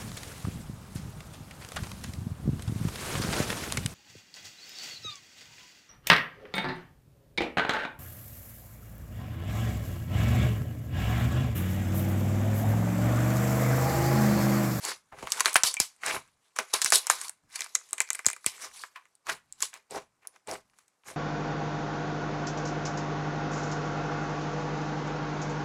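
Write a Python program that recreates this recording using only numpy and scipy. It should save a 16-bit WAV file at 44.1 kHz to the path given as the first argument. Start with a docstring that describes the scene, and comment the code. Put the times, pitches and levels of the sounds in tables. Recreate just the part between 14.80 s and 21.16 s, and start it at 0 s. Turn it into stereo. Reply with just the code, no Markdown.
"""Sharp pops over a wet fizz: two hands squeeze, fold and press foamy slime on a stone counter.
Trapped air pockets burst with a snap and a plop; large ones thump, and air squeaks once through a slit.
Between pops, tiny cells fizz and larger ones ring wet cavities as a squelch. For a second the hands
close round the lump and the air inside them rings. The counter rumbles; a close pair of microphone
ports hears its low mode in opposite phase. Small quiet room, faint hiss."""
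import sys
import numpy as np
from scipy import signal
from scipy.fft import rfft, irfft
from scipy.io import wavfile

SR = 44100
rng = np.random.default_rng(int(sys.argv[2]) if len(sys.argv) > 2 else 0)


def master_out(mix):
    """Clip the mix to full scale and print it as 16-bit PCM to the path in sys.argv[1]."""
    frames = np.transpose(np.atleast_2d(mix))
    ceiling = np.clip(frames, -1, 1)
    pcm = np.round(ceiling * 32767).astype(np.int16)
    wavfile.write(sys.argv[1], SR, pcm)


N = 280476

# bursting pockets (time [s], snap level [dB], snap pitch [Hz], plop re snap [dB],
# nominal plop pitch [Hz], after-fizz re snap [dB], left re right [dB])
POCKETS = [(0.0095, -60, 6100, 22, 1200, -30, 2), (0.0625, -55, 6000, 16, 900, -30, -11),
           (0.08, -42.5, 3300, 16.5, 1350, -20, -3), (0.1, -55, 6000, 25, 1250, -30, 0),
           (0.117, -43.5, 6000, 25, 1350, -30, 2), (0.051, -15.5, 7340, -34, 2210, -21, 9),
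           (0.3242, -76.5, 5900, 40, 930, -4, 27), (0.387, -42.5, 5200, 8.5, 1580, -29, 1.5),
           (0.4266, -38, 6600, 8, 825, -24, 7.5), (0.4714, -29, 6660, 9.5, 2060, -14, 2.5),
           (0.5044, -25.5, 8300, -24, 2110, -32.5, -5.5), (0.5203, -1.5, 5800, -20, 2080, -21, 5.5),
           (0.5255, -28, 8440, -13.5, 2500, -14.5, -6), (0.5967, -22, 6440, 3, 2230, -9.5, -2.5),
           (0.606, -3.5, 7100, -6.5, 1650, -21.5, 5.5), (0.647, -25.5, 3600, 3.5, 1480, -2, 6),
           (0.6805, -39.5, 4000, 22.5, 1850, -20, -2), (0.6578, 0.5, 4130, -4.5, 1490, -23, 0),
           (0.7309, -14, 8800, -25.5, 1330, -26, -2), (0.7418, -11, 9900, -35.5, 1230, -31.5, 3),
           (0.7445, -12.5, 8700, -23.5, 1373, -43.5, 2), (0.7567, -11, 4860, 12, 1570, -5.5, 4),
           (0.7605, -29.5, 4000, 21.5, 1460, -11, 2), (0.7657, -0.5, 9350, -23, 1590, -64, 7.5),
           (0.822, -32.5, 8200, -0.5, 1870, -46.5, -4), (0.835, 0.5, 5900, -14.5, 2020, -21.5, 2.5),
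           (0.838, -6.5, 5700, -12.5, 2160, -18, -10), (0.941, -13.5, 8150, -15.5, 1640, -21, 5),
           (0.9681, -25.5, 6300, -0.5, 2420, -41, 6), (1.001, -1, 7600, -17, 1620, -16.5, 1.5),
           (1.2346, -33, 4100, 16, 1670, -17.5, 5), (1.263, -13.5, 8300, -12.5, 1210, -18, 1),
           (1.274, -40, 3500, 17, 1600, -15, 2), (1.2992, -38.5, 4970, 19, 1400, -20, 0.5),
           (1.346, -36.5, 4500, 18, 1500, -11.5, 1.5), (1.3631, -45, 4960, 29.5, 1050, -24.5, 3),
           (1.763, -26, 7300, 1, 1330, -17, 6), (1.7879, -13, 5700, 5.5, 1440, -14.5, 5.5),
           (1.7893, -52, 5000, 34, 880, -40, 3), (1.939, -48.5, 5000, 35.5, 586, -37, 1.5),
           (1.9386, -9, 5300, -11, 1523, -14, 8), (2.017, -4.5, 7440, -14, 1770, -13.5, 7.5),
           (2.021, -21.5, 6000, -1.5, 1460, -3, 9), (2.046, -4.5, 8670, -19.5, 1390, -47, 4),
           (2.0597, -15.5, 7400, 1, 1580, -6.5, 5), (2.1035, -9, 8400, -26.5, 2070, -47, 6.5),
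           (2.1221, -2, 6650, -1.5, 1500, -17, 0.5), (2.124, -50, 5000, 43, 900, -40, 1.5),
           (2.1557, -4.5, 8700, -21, 1500, -9, -5.5), (2.269, -9.5, 7800, -12.5, 1180, -18.5, 0.5),
           (2.2998, 1, 7200, -6.5, 1590, -5.5, 2), (2.2998, -46.5, 5000, 42, 1004, -40, 2),
           (2.4143, -15.5, 8460, -13, 1660, -52.5, 1), (2.481, -31.5, 8000, -5.5, 1990, -8, 2),
           (2.495, -16.5, 9260, -17, 1880, -44, 2), (2.701, -49, 8700, -3, 1360, -20, 10),
           (2.7575, -19, 6560, -6.5, 2050, -13, 6.5), (2.7923, -25, 6730, 0, 2220, -45, 0),
           (2.807, -13, 6270, -8, 2140, -20, 2.5), (2.8196, -17.5, 3800, -7.5, 2000, -36, 2.5),
           (2.8433, -26.5, 8700, -7.5, 1670, -16, -0.5), (2.8621, -33.5, 4700, 3, 1290, -45, -2),
           (2.9497, -21, 6680, -15.5, 1500, -35, -6.5), (2.9523, -5.5, 6600, -12, 1530, -22, 2),
           (3.0127, -56.5, 6900, 17, 1340, -42, 2), (3.131, -10, 7950, -14.5, 1220, -29, 4.5),
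           (3.181, -23.5, 8100, -0.5, 2370, -15, 3), (3.2037, -5.5, 7700, -2.5, 2120, -27.5, 4),
           (3.2155, -18.5, 8740, -30.5, 2250, -13, 2), (3.276, -36.5, 4300, -5.5, 2170, -31, 5.5),
           (3.2892, -32.5, 6400, -2.5, 1680, -30, 6), (3.3039, -10, 7260, -7, 1840, -36, 3.5),
           (3.3317, -15.5, 8500, -29.5, 1860, -34, -1), (3.3487, -22.5, 8400, -3, 2092, -15, 7),
           (3.3532, -20, 8460, -16, 2200, -47, 2), (3.3916, -25, 7600, 4.5, 1820, -24, 4.5),
           (3.447, -30.5, 5750, 2.5, 1980, -19, 2), (3.458, -20.5, 7540, -4.5, 1750, -17, 10),
           (3.4648, 4.5, 7250, -25, 1590, -34, -4.5), (3.485, -14, 8000, -4, 1760, -30.5, 6.5),
           (3.501, -16, 7800, -7, 1410, -49, -1.5), (3.5134, -25, 8000, -7, 2095, -46, 10),
           (3.5315, -20.5, 8940, -3.5, 2240, -23.5, 1.5), (3.5641, -30.5, 7600, 0.5, 1440, -19, 0),
           (3.644, -28, 7200, -3, 1360, -47, 6.5), (3.6629, -2.5, 8280, -13, 2410, -34, 7.5),
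           (4.0366, -42, 5000, 21.5, 1400, -32, 3), (4.1587, -42.5, 4190, 12.5, 1410, -26, 6.5),
           (4.2545, -52, 6880, 9, 1887, -26.5, 10.5), (4.353, -42.5, 8760, -31, 1133, -22.5, 2.5),
           (4.468, -30.5, 6960, 5, 1210, -14.5, 4.5), (4.4892, -29.5, 5540, -16, 1920, -26, -11.5),
           (4.4925, -24, 6420, 11.5, 1010, -21, 3), (4.4978, -14, 2950, -2, 1500, -23.5, 5),
           (4.725, -28, 7560, -29.5, 1970, -40, 3.5), (4.805, -23.5, 5500, -9.5, 1580, -13.5, 3),
           (4.8243, -7.5, 7000, -13, 1820, -14, 1.5), (4.9306, -58, 5560, 23, 1530, -14, 1.5),
           (4.9399, -30.5, 7530, -3, 1280, -16, 3), (5.1093, -31, 7850, -12, 880, -28, 4),
           (5.1505, -65, 5020, 24.5, 650, -30, 0), (5.159, -29, 5030, -3.5, 700, -14, 1.5),
           (5.17, -36.5, 2620, 11, 900, -25, -1), (5.1776, -40, 2380, 15.5, 900, -24.5, 0.5),
           (5.451, -64.5, 5180, 23.5, 1070, -18, 12), (5.4723, -19.5, 9920, -54, 1610, -36, 1.5),
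           (5.561, -48, 6150, 6, 1070, -46.5, 8), (5.6735, -32.5, 7950, -3.5, 1760, -12.5, 6),
           (5.7095, -64, 5000, 30.5, 700, -40, 8), (5.713, -19.5, 5820, -18, 984, -31, 0),
           (5.754, -50.5, 5000, 23.5, 1400, -30, 2.5), (5.935, -67, 4600, 17.5, 1240, -45, 6.5),
           (5.9869, -43, 8070, -6, 1334, -11, -5), (6.0805, -44, 7620, -15, 1790, -20.5, 1.5),
           (6.2355, -70, 3000, 22, 2500, -30.5, 3)]
# film snap spectrum (frequency [Hz], gain [dB])
SNAP_EQ = [(300, -41), (3000, -1), (9000, 2), (17000, -9)]
# large pockets pushing air at the microphone (time [s], level [dB])
AIR_PUSHES = [(0.759, -33.5), (.836, -33), (1.0008, -26.5), (0.428, -29.5), (1.364, -33), (2.046, -42),
              (3.466, -29), (3.6627, -30)]
# air through a slit (decay [s], pitch [Hz], level [dB])
SLIT_WHISTLE = (0.016, 2340, -31.5)
# squishes (time at full level [s], rise [s], hold [s], fizz [dB], squelch [dB], deep [dB], rumble [dB])
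PRESSES = [(0.066, 0.097, 0.041, -35.5, -40, -45, -71), (0.327, 0.015, 0.011, -78, -52.5, -51.5, -59.5),
           (.39, 0.056, 0.024, -59.5, -50.5, -54.5, -61), (0.428, 0.014, 0.007, -52.5, -52.5, -41.5, -54.5),
           (0.555, 0.081, 0.04, -55, -49, -55, -75), (0.663, 0.022, 0.012, -35, -30, -41, -71.5),
           (0.76, 0.015, 0.0019, -32.5, -30.5, -44, -66), (0.843, 0.015, 0.039, -27, -39, -48.5, -78.5),
           (1.008, 0.021, 0.012, -31, -41.5, -60, -72.5), (1.288, 0.095, 0.023, -36, -31, -40, -59.5),
           (1.341, 0.027, 0.017, -39, -41.5, -40, -55.5), (1.765, 0.013, 0.0052, -48, -46.5, -59, -89),
           (1.79, 0.011, 0.0054, -42, -37.5, -37.5, -86), (1.939, 0.011, 0.0027, -25.5, -26, -38, -73),
           (2.068, 0.079, 0.0042, -30.5, -48, -56, -81), (2.129, 0.0099, 0.017, -18, -31, -36, -77),
           (2.301, 0.0066, 0.015, -28.5, -34.5, -45.5, -85), (2.383, 0.13, 0.071, -43, -47, -63.5, -78.5),
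           (2.649, 0.037, 0.0046, -95, -84.5, -86.5, -70.5), (2.767, 0.1, 0.08, -48.5, -46.5, -73, -85),
           (2.949, 0.0059, 0.002, -63, -59, -56.5, -100), (3.128, 0.024, .004, -88, -58, -56.5, -99),
           (3.193, 0.035, 0.0032, -56, -45.5, -66.5, -109), (3.352, 0.067, 0.0305, -56, -53.5, -72, -105),
           (3.478, 0.036, 0.008, -41, -58, -68, -87), (3.673, 0.025, 0.0041, -35, -41, -71, -72),
           (3.841, 0.09, 0.0094, -42.5, -44, -55, -83), (3.98, 0.113, 0.054, -48.5, -57.5, -71.5, -86),
           (4.166, 0.031, 0.012, -79, -54, -74.5, -100), (4.501, 0.06, 0.02, -42, -38, -44.5, -59.5),
           (4.805, 0.05, 0.004, -58, -70, -75, -80.5), (4.823, 0.0092, 0.0072, -33, -41, -52.5, -77),
           (4.954, 0.048, 0.007, -57, -53, -63.5, -87), (5.116, 0.027, 0.012, -52, -56, -43, -67.5),
           (5.16, 0.061, 0.011, -46.5, -42.5, -36.5, -58), (5.43, 0.035, 0.048, -79, -67.5, -70.5, -100),
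           (5.542, 0.042, 0.017, -71, -69, -66.5, -100), (5.696, 0.041, 0.041, -46.5, -44, -37, -57.5),
           (5.99, 0.1, 0.033, -72.5, -75, -82, -99), (6.293, 0.068, 0.02, -48.5, -47.5, -50.5, -63.5)]
# fall after a squish (fizz [dB/s], squelch [dB/s], deep [dB/s], rumble [dB/s])
PRESS_RELEASE = [358.2, 390, 450, 200.2]
# foam and resting hands between squishes (time [s], fizz [dB], rumble [dB])
IDLE_LEVELS = [(0, -93, -77), (.29, -77.5, -84), (.55, -41.5, -100), (.82, -55, -89), (1.16, -72.5, -89),
               (1.47, -69, -79), (1.585, -83.5, -82.5), (1.66, -68.5, -95.5), (1.72, -78, -98),
               (1.95, -52, -92), (2.3, -52, -99), (2.61, -85.5, -82.5), (2.9, -61.5, -103),
               (3.4, -62.5, -105), (3.61, -68.5, -90), (3.75, -52.5, -91), (3.9, -61.5, -74),
               (4.13, -71.5, -97), (4.4, -86.5, -100), (4.68, -80.5, -77.5), (4.8, -67, -79),
               (5.07, -84, -96), (5.3, -89.5, -83.5), (5.62, -84, -97), (5.85, -80.5, -78.5),
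               (6.2, -85, -104), (6.36, -77, -88.5)]
# tiny-cell spectrum (frequency [Hz], gain [dB])
FIZZ_EQ = [(1650, -32.5), (2800, -3.5), (4180, 4), (10500, 5), (14500, -11.5), (15800, -21), (16500, -49)]
# wet cavities (frequency [Hz], bandwidth [Hz], gain [dB])
SQUELCH_MODES = [(706, 120, -5), (1070, 190, 5), (1570, 380, 1.5), (2250, 670, 1)]
# deep cavities (frequency [Hz], bandwidth [Hz], gain [dB])
DEEP_MODES = [(274.7, 160, -7.5), (405, 41, 4), (520, 24, 5), (642.3, 28, 6), (813, 120, 1.5)]
# air inside closed hands (frequency [Hz], bandwidth [Hz], gain [dB])
HAND_MODES = [(1200, 200, -4.5), (2040, 66, 13), (2360, 99, 9), (2700, 270, 5.5)]
# counter rumble spectrum (frequency [Hz], gain [dB])
RUMBLE_EQ = [(20, -11.5), (60, -6), (150, -1.5), (300, -9.5), (600, -48)]
# room decay (frequency [Hz], T60 [s])
ROOM_DECAY = [(200, 0.11), (1400, 0.28), (8000, 0.17)]
# reflection spectrum (frequency [Hz], gain [dB])
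ROOM_EQ = [(100, -55), (2000, -41.5), (15000, -44.5)]
# room and microphone hiss spectrum (frequency [Hz], gain [dB])
HISS_EQ = [(15, -48), (25, -17.5), (120, -6.5), (902, -1.5), (1150, -1.5), (3410, -15), (8370, -11.5),
           (13600, -25), (16500, -50.5)]
# stereo width (frequency [Hz], side re mid [dB])
SIDE_EQ = [(60, 1.5), (250, -6.5), (500, -7.5), (1200, -21), (4400, -6.5), (9000, -7.5), (14000, 2.5)]

FAINT_COUNT, FAINT_OVER_IDLE_DB, FAINT_SPREAD_DB = 70, 15, 3
SQUEAK_START_S = 0.9685
CUPPED_FROM_S, CUPPED_TO_S, CUPPED_RING_DB = 2.72, 3.72, -52.5
PRESS_RISE_DB, SQUELCH_SWELL_DB, JOLT_DB = 48.5, 2.5, -22
IDLE_SQUELCH_DB, IDLE_DEEP_DB = -2.5, -14   # re idle fizz
CELL_Q, CELL_PATCH_DB = 13, 3
HISS_DB, CEILING, CUTOFF_HZ = -77.5, 0.76, 17500


def pops():
    """A film snaps with a short bright ring; the opening pocket plops with falling pitch."""
    length = 2000
    out, t = np.zeros((2, N + length)), np.arange(length) / SR
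    snap_env = (t / 0.00043) * np.exp(1 - t / 0.00022)
    plop_env = (t / 0.0012) ** 2 * np.exp(2 - 2 * t / 0.00082)
    for time_s, snap_db, snap_hz, plop_db, plop_hz, _, pan_db in POCKETS + faint_pockets():
        noise, side = rng.standard_normal((2, length))
        film = cavities(noise, [(snap_hz, 3500, 0)])
        snap = (np.sin(2 * np.pi * snap_hz * t) + 0.5 * film + 0.087 * noise) * snap_env
        snap += 0.063 * film * np.exp(-t / 0.0038)   # shreds keep tearing
        snap = coloured(snap + 0.4 * side * snap_env * [[1], [-1]], SNAP_EQ)
        cycles = plop_hz * (0.62 * t + 0.96 * 0.0012 * (1 - np.exp(-t / 0.00092)))
        plop = np.sin(2 * np.pi * cycles) * plop_env
        pop = from_db(snap_db) * (snap * (t < 0.03) + from_db(plop_db) * plop)
        start = int(time_s * SR)
        out[:, start:start + length] += pop * from_db([[pan_db / 2], [-pan_db / 2]])
    return signal.sosfilt(signal.butter(4, 380, "high", fs=SR, output="sos"), out[:, :N])


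def faint_pockets():
    """Small pockets burst at random, above the idle fizz; rows as in POCKETS."""
    when, size, snap, plop, pitch, pan = rng.random((FAINT_COUNT, 6)).T
    time_s = when * (N / SR)
    idle_db = np.interp(time_s, *np.transpose(IDLE_LEVELS)[:2])
    snap_db = idle_db + FAINT_OVER_IDLE_DB - FAINT_SPREAD_DB * np.log(1 - size)
    snap_hz, plop_hz = 5000 + 4000 * snap, 1200 + 1000 * pitch
    plop_db, pan_db = -20 + 25 * plop, -2 + 9 * pan
    return list(zip(time_s, snap_db, snap_hz, plop_db, plop_hz, np.zeros(FAINT_COUNT), pan_db))


def cupped_ring(bursts):
    """Pops ring the air inside the closed hands."""
    return from_db(CUPPED_RING_DB) * cavities(bursts * hands_closed() + 1e-18, HAND_MODES)


def thumps():
    """A large pocket pushes air; pitch sinks fast from mids to bass."""
    out, t = np.zeros(N), np.arange(4000) / SR
    cycles = 40 * t + 900 * 0.002 * (1 - np.exp(-t / 0.002)) + 200 * 0.007 * (1 - np.exp(-t / 0.007))
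    push = np.sin(2 * np.pi * cycles) * np.minimum(t / 0.00029, 1) * np.exp(-t / 0.0054)
    for time_s, level_db in AIR_PUSHES:
        start = int(time_s * SR)
        out[start:start + len(t)] += from_db(level_db) * push
    return out


def squeak():
    """Air escapes through a slit: a short breathy whistle."""
    decay_s, hz, level_db = SLIT_WHISTLE
    t = np.arange(N) / SR - SQUEAK_START_S
    envelope = (t > 0) * np.exp(-np.abs(t) / decay_s)
    breath = cavities(rng.standard_normal(N), [(hz, 90, 0)])
    return from_db(level_db) * envelope * (np.sin(2 * np.pi * hz * t) + 0.54 * breath)


def kneading():
    """Squishes and pops drive the fizz and squelch of the lump; pressing shakes the counter."""
    fizz_db, squelch_db, deep_db, rumble_db = press_levels_db()
    _, snap_db, _, plop_db, _, after_db, _ = np.transpose(POCKETS)
    fizz_power = from_db(fizz_db) ** 2 + collapse_power(snap_db + after_db, t60_s=0.03)
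    squelch_power = from_db(squelch_db) ** 2 + collapse_power(snap_db + plop_db - 14, t60_s=0.054)
    foam = np.sqrt(fizz_power) * fizz() + np.sqrt(squelch_power) * squelch()
    foam = signal.sosfilt(signal.butter(3, 400, "high", fs=SR, output="sos"), foam)
    deep = deep_squelch(deep_db, snap_db + plop_db + JOLT_DB)
    return stereo(foam + deep) + counter(rumble_db)


def press_levels_db():
    """Fizz, squelch, deep and rumble levels: each squish rises, holds and falls back to idle."""
    t = np.arange(N) / SR
    idle_s, *idle_db = np.transpose(IDLE_LEVELS)
    fizz_db, rumble_db = [np.interp(t, idle_s, column) for column in idle_db]
    power = from_db([fizz_db, fizz_db + IDLE_SQUELCH_DB, fizz_db + IDLE_DEEP_DB, rumble_db]) ** 2
    for full_s, rise_s, hold_s, *levels_db in PRESSES:
        near = slice(max(int((full_s - 0.4) * SR), 0), int((full_s + 0.5) * SR))
        attack_db = PRESS_RISE_DB * (np.maximum(full_s - t[near], 0) / rise_s) ** 2
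        release_db = np.c_[PRESS_RELEASE] * np.maximum(t[near] - full_s - hold_s, 0)
        power[:, near] += from_db(np.c_[levels_db] - attack_db - release_db) ** 2
    return 10 * np.log10(power)


def collapse_power(levels_db, t60_s):
    """Neighbouring cells give way: power jumps at each listed pop, then decays."""
    jumps = np.zeros(N)
    jumps[pop_samples() + 40] = from_db(levels_db) ** 2
    return signal.lfilter([1], [1, -from_db(-60 / (t60_s * SR)) ** 2], jumps)


def fizz():
    """Tiny cells burst, each ringing briefly at one of 14 pitches; patches of like cells come and go."""
    train = grains(per_s=18000, spread_db=-1, clump_db=1.68)
    band = rng.integers(0, 14, N)
    rings = 0
    for k, hz in enumerate(np.geomspace(2600, 15500, 14)):
        patch = from_db(CELL_PATCH_DB * drift(rate_hz=9))
        rings += patch * cavities(train * (band == k), [(hz, hz / CELL_Q, 0)])
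    return rms_one(coloured(rings, FIZZ_EQ))


def squelch():
    """Larger cells ring wet cavities that swell separately; closed hands damp them and add a ring."""
    train = grains(per_s=1400, spread_db=0, clump_db=1)
    wet = 0
    for k, (hz, width_hz, level_db) in enumerate(SQUELCH_MODES):
        swell = from_db(level_db + SQUELCH_SWELL_DB * drift(rate_hz=25))
        wet += (-1) ** k * swell * np.sqrt(width_hz) * cavities(train, [(hz, width_hz, 0)])
    closed = hands_closed()
    hollow = cavities(grains(per_s=2527, spread_db=5, clump_db=-1), HAND_MODES)
    return rms_one(wet) * from_db(-6 * closed) + 0.28 * closed * hollow


def deep_squelch(level_db, jolt_db):
    """Deep cavities, driven by bursting cells and jolted by plops, ring on after each press."""
    train = from_db(level_db) * grains(per_s=900, spread_db=1, clump_db=2)
    jolts = np.zeros((2, N))
    jolts[:, pop_samples()] = from_db(jolt_db) * rng.uniform(0.6, 1, (len(POCKETS), 2)).T
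    rms = np.sqrt(np.mean(from_db(level_db) ** 2))
    return rms * cavities(train + jolts, DEEP_MODES)


def counter(level_db):
    """The pressed counter rumbles; its low mode reaches the two ports in opposite phase."""
    rumble = rms_one(coloured(rng.standard_normal(N), RUMBLE_EQ))
    low_mode = from_db(16) * cavities(rng.standard_normal(N), [(100, 40, 0)])
    return from_db(level_db) * np.array([rumble + low_mode, rumble - low_mode])


def room(x):
    """Dense reflections, unlike in each channel, lasting longest in the mids."""
    t, edges_hz = np.arange(SR // 3) / SR, 100 * 2.0 ** np.arange(8)
    tail = 0
    for low_hz, high_hz in zip(edges_hz, edges_hz[1:]):
        bandpass = signal.butter(2, [low_hz, high_hz], "band", fs=SR, output="sos")
        band = signal.sosfilt(bandpass, rng.standard_normal((2, len(t))))
        hz = np.sqrt(low_hz * high_hz)
        tail += from_db(at_hz(ROOM_EQ, hz) - 60 * t / at_hz(ROOM_DECAY, hz)) * band
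    mid, side = tail
    response = np.array([mid + 0.5 * side, mid - 0.5 * side])
    return signal.fftconvolve(x.mean(0)[None], response, axes=1)[:, :N]


def hiss():
    """Steady room and microphone noise."""
    return from_db(HISS_DB) * stereo(rms_one(coloured(rng.standard_normal((2, N)), HISS_EQ)))


def hands_closed():
    """True while both hands enclose the lump."""
    t = np.arange(N) / SR
    return (t > CUPPED_FROM_S) & (t < CUPPED_TO_S)


def pop_samples():
    """Start sample of each listed pop."""
    return (np.array(POCKETS)[:, 0] * SR).astype(int)


def grains(per_s, spread_db, clump_db):
    """Two independent trains of unevenly sized clicks, their level swelling in clumps."""
    sizes = from_db(spread_db * np.minimum(rng.exponential(1, (2, N)), 5))
    signs = rng.choice([-1, 1], (2, N))
    hits = rng.random((2, N)) < per_s / SR
    return sizes * signs * hits * from_db(clump_db * drift(rate_hz=79))


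def cavities(x, modes):
    """Parallel resonators, alternating signs; rms 1."""
    out = 0
    for k, (hz, width_hz, level_db) in enumerate(modes):
        r = np.exp(-np.pi * width_hz / SR)
        poles = [1, -2 * r * np.cos(2 * np.pi * hz / SR), r * r]
        out += (-1) ** k * from_db(level_db) * signal.lfilter([1 - r * r, 0, r * r - 1], poles, x)
    return rms_one(out)


def drift(rate_hz):
    """Low-passed random wander; rms 1."""
    r = np.exp(-2 * np.pi * rate_hz / SR)
    return rms_one(signal.lfilter([1], [1, -2 * r, r * r], rng.standard_normal(N + SR))[SR:])


def stereo(pair):
    """Mid and side to left and right, wide in bass and treble."""
    mid, side = pair[0], coloured(pair[1], SIDE_EQ)
    return np.array([mid + side, mid - side])


def coloured(x, eq):
    """x filtered by a (frequency [Hz], gain [dB]) table."""
    size = x.shape[-1]
    hz = np.arange(size // 2 + 1) * SR / size
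    return irfft(rfft(x) * from_db(at_hz(eq, hz)), size)


def at_hz(table, hz):
    """Table value, interpolated over log frequency."""
    table_hz, values = np.transpose(table)
    return np.interp(np.log(hz + 1), np.log(table_hz + 1), values)


def rms_one(x):
    """x scaled to rms 1."""
    return x / np.sqrt(np.mean(x ** 2) + 1e-20)


def from_db(db):
    """dB to amplitude gain."""
    return 10 ** (np.asarray(db) / 20)


def scene():
    """Close slime, room reflections, hiss."""
    bursts, mass = pops(), kneading()
    bursts = bursts + cupped_ring(bursts) + thumps() + squeak()
    return bursts + mass + hiss() + room(bursts + 0.68 * mass)


def record(dry):
    """Soft peak limit, then a steep low-pass."""
    rounded = dry / (1 + np.abs(dry / CEILING) ** 4) ** (1 / 4)
    return signal.sosfilt(signal.cheby2(16, 90, CUTOFF_HZ, fs=SR, output="sos"), rounded)


dry = scene()
out = record(dry)
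master_out(out)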